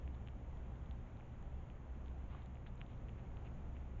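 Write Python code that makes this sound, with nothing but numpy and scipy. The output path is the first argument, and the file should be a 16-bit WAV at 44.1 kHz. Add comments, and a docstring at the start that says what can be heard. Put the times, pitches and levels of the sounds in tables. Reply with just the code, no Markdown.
"""A skunk feeds on dry scraps in a yard at night, close to a small trail camera.
From the start, crumbs snap and grit ticks over a low outdoor rumble, the hum of distant machines
and the microphone's own hiss. Just past halfway one piece knocks on the ground. From there the
snaps come thicker, and snout and paws rustle the litter until near the end."""
import sys
import numpy as np
from scipy import signal
from scipy.fft import rfft, irfft
from scipy.io import wavfile
from scipy.ndimage import uniform_filter1d

SR = 44100
rng = np.random.default_rng(int(sys.argv[2]) if len(sys.argv) > 2 else 0)


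def int16_out(signal):
    """Quantize to a 16-bit WAV file."""
    q = np.round(np.clip(np.atleast_2d(signal).T, -1, 1) * 32767)
    wavfile.write(sys.argv[1], SR, q.astype(np.int16))


N = 176400


def amp(db):
    """Decibels to gain."""
    return 10 ** (np.asarray(db) / 20)


def unit(x):
    """Scales to an rms of 1."""
    return x / np.sqrt(np.mean(x ** 2) + 1e-20)


def add(mix, start_s, sound):
    """Mixes a sound in at its cue."""
    part = mix[max(round(start_s * SR), 0):][:len(sound)]
    part += sound[:len(part)]


def drift(t, top_hz):
    """A slow random modulator of rms 1, moving no faster than top_hz."""
    rates = np.geomspace(top_hz / 10, top_hz, 20)
    return unit(sum(np.sin(2 * np.pi * (hz * t + rng.random())) / np.sqrt(hz) for hz in rates))


def ring(pitch_hz, width_hz):
    """One damped mode, struck once: the wider it is, the faster it dies."""
    t = np.arange(SR // 50) / SR
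    return np.exp(-np.pi * width_hz * t) * np.sin(2 * np.pi * pitch_hz * t)


def dull(x, cutoff_hz=np.inf):
    """A steep high cut, at 4010 Hz unless set lower."""
    return signal.sosfilt(signal.butter(8, min(cutoff_hz, 4010), fs=SR, output="sos"), x)


# Dry, crisp crumb snaps: start_s, peak_db, pitch_hz
CRUMB_SNAPS = [(0.0768, -49, 2550), (0.146, -59, 3800), (0.1514, -60, 3500), (0.267, -60, 3100),
               (0.2739, -47.5, 2940), (.2849, -47.5, 2900), (0.5723, -60, 3400), (0.757, -60, 3100),
               (0.8598, -59, 3300), (.911, -49.5, 3430), (1.171, -62, 4030), (1.2, -57, 2600),
               (1.2079, -53, 2320), (1.4277, -62, 3230), (1.7005, -51, 2730), (2.0603, -56, 3200),
               (2.0728, -65, 3900), (2.082, -55, 3400), (2.421, -57, 3680), (2.4603, -60, 4000),
               (2.5547, -55, 2750), (2.5709, -55, 2200), (2.664, -50, 1900), (2.6706, -57, 2900),
               (2.778, -62, 3820), (2.8084, -56, 3000), (2.8147, -39, 2700), (2.864, -59, 3600),
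               (2.9334, -63, 3520), (2.978, -62, 3750), (3.0853, -53, 2800), (3.0927, -51, 2700),
               (3.3704, -50.5, 2900), (3.475, -56, 2600), (3.767, -52.5, 2580)]


def crumb_snap(peak_db, pitch_hz):
    """A crumb breaks: a bright ring of a few cycles over a duller body, with the bass cut away."""
    bright = ring(pitch_hz, width_hz=800)
    body = amp(-5) * ring(pitch_hz=980, width_hz=800)
    click = dull(bright - body, cutoff_hz=1.29 * pitch_hz)
    click = signal.sosfilt(signal.butter(2, 554, "high", fs=SR, output="sos"), click)
    return amp(peak_db) * click / abs(click).max()


# Thin, glassy ticks of grit: start_s, peak_db, pitch_hz
GRIT_TICKS = [(.1532, -79, 6800), (.2746, -82, 6900), (1.426, -72, 6930), (2.431, -77, 7100),
              (2.4601, -68.5, 7000), (2.547, -72.5, 7000), (2.7556, -71, 7100)]


def grit_tick(peak_db, pitch_hz, attack_s=0.00057):
    """A grain of grit rings briefly and very high."""
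    ping = ring(pitch_hz, width_hz=350)
    t = np.arange(len(ping)) / SR
    ping *= 1 - np.exp(-t / attack_s)
    return amp(peak_db) * ping / abs(ping).max()


# Short, grainy brushes of litter: middle_s, half_length_s, level_db, centre_hz, width_hz
LITTER_RUSTLES = [(2.358, 0.049, -71, 2200, 1860), (2.438, .02, -82, 3340, 1480),
                  (2.67, 0.0065, -64.5, 2300, 1400), (2.676, 0.0087, -76, 3800, 1200),
                  (2.812, 0.01, -72, 2770, 1200), (2.908, 0.023, -77.5, 2900, 1700),
                  (3.193, 0.01, -68, 2170, 1100), (3.465, 0.011, -66.5, 2600, 890),
                  (3.763, 0.012, -76, 2520, 795)]


def litter_rustle(middle_s, half_length_s, level_db, centre_hz, width_hz, grains_per_s=3000):
    """Pushed litter gives a swelling, fading cloud of tiny clicks. Returns start_s and the sound."""
    t = np.arange(-SR // 5, SR // 5) / SR
    strengths = rng.standard_normal(len(t))
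    clicks = strengths * (rng.random(len(t)) < grains_per_s / SR)
    edges_hz = [centre_hz - width_hz / 2, centre_hz + width_hz / 2]
    band = signal.butter(2, edges_hz, "band", fs=SR, output="sos")
    grains = unit(dull(signal.sosfilt(band, clicks)))
    swell = np.exp(-(t / half_length_s) ** 2 / 2)
    return middle_s + t[0], amp(level_db) * grains * swell


def scrap_knock(middle_s, half_length_s, peak_db, pitch_hz):
    """A piece hits the ground with a soft-edged, hollow knock. Returns start_s and the sound."""
    t = np.arange(-SR // 50, SR // 50) / SR
    envelope = np.exp(-(t / half_length_s) ** 2 / 2)
    return middle_s + t[0], amp(peak_db) * envelope * np.cos(2 * np.pi * pitch_hz * t)


def skunk(knock_s=2.3492, knock_hz=1090):
    """The feeding foley: snaps, ticks, rustles and one knock with a ground scuff around it."""
    foley = np.zeros(N)
    for start_s, peak_db, pitch_hz in CRUMB_SNAPS:
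        add(foley, start_s, crumb_snap(peak_db, pitch_hz))
    for start_s, peak_db, pitch_hz in GRIT_TICKS:
        add(foley, start_s, grit_tick(peak_db, pitch_hz))
    for row in LITTER_RUSTLES:
        add(foley, *litter_rustle(*row))
    add(foley, *scrap_knock(knock_s, half_length_s=0.00092, peak_db=-48, pitch_hz=knock_hz))
    add(foley, *litter_rustle(knock_s, half_length_s=0.03, level_db=-67, centre_hz=knock_hz, width_hz=530))
    return foley


def machine_tone(pitch_hz, wander_hz):
    """A machine's sine tone, of rms 1, whose pitch wanders a little."""
    wandering_hz = pitch_hz + wander_hz * drift(np.arange(N) / SR, top_hz=4)
    return unit(np.sin(2 * np.pi * np.cumsum(wandering_hz) / SR))


# Fader ride on the low drone, before its trim: time_s, level_db
DRONE_FADER = [(0.0, -50), (0.05, -43), (0.26, -51), (0.97, -49), (1.14, -71), (1.17, -57), (1.59, -46.5),
               (1.67, -56), (2.18, -47.5), (2.97, -58.5), (3.09, -50.5), (3.17, -60), (3.75, -46.5),
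               (4.0, -53)]
# Partials of the mains hum: pitch_hz, level_db
HUM_PARTIALS = [(119.8, -61.5), (360, -81), (540, -80.5), (780, -84)]


def distant_machines(drone_trim_db=-1, hum_waver_db=1.5):
    """Far-off machines: a low drone that swells and sinks, and a wavering mains hum."""
    t = np.arange(N) / SR
    drone_db = np.interp(t, *np.transpose(DRONE_FADER)) + drone_trim_db
    drone = amp(drone_db) * machine_tone(pitch_hz=65.37, wander_hz=0.57)
    hum = np.zeros(N)
    for pitch_hz, level_db in HUM_PARTIALS:
        gain = amp(level_db + hum_waver_db * drift(t, top_hz=3))
        hum += gain * machine_tone(pitch_hz, wander_hz=0.46)
    return drone + hum


# EQ curve of the noise bed, deep rumble up to thin hiss: frequency_hz, relative_db
AIR_EQ = [(5, -7.5), (20, 0.5), (45, 2.5), (80, -0.5), (110, -4.5), (150, -6), (195, -9), (240, -12),
          (320, -17), (420, -20), (750, -22), (1100, -27), (1600, -33), (2100, -35), (2700, -39),
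          (3300, -43), (4000, -51), (4700, -57), (5200, -58), (6000, -53), (6600, -48.5), (7000, -49),
          (7250, -54), (7500, -65)]


def air_and_hiss(level_db=-50, patch_db=0.46, swell_db=0.5):
    """Outdoor rumble and microphone hiss: steady noise with faint drifting patches and swells."""
    framing = dict(nperseg=1024, noverlap=768)
    _, t, spectra = signal.stft(rng.standard_normal(N), SR, **framing)
    patches = uniform_filter1d(rng.standard_normal(spectra.shape), size=12, axis=0)  # smooth in pitch
    patches = unit(uniform_filter1d(patches, size=16, axis=1))  # and in time
    spectra *= amp(patch_db * patches + swell_db * drift(t, top_hz=2.2))
    noise = signal.istft(spectra, **framing)[1][:N]
    frequency_hz, relative_db = np.transpose(AIR_EQ)
    bins_hz = np.fft.rfftfreq(N, 1 / SR)
    eq = amp(np.interp(np.log(bins_hz + 1), np.log(frequency_hz), relative_db))
    return amp(level_db) * unit(irfft(rfft(noise) * eq, N))


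def scene():
    """The skunk up front, the night ambience behind, in mono."""
    return (skunk() + air_and_hiss() + distant_machines())[None]


def record(dry):
    """The camera's narrow bandwidth cuts the top end above 7550 Hz."""
    high_cut = signal.firwin(511, 7550, window=("kaiser", 8), fs=SR)
    return signal.oaconvolve(dry, high_cut[None], "same")


dry = scene()
out = record(dry)
int16_out(out)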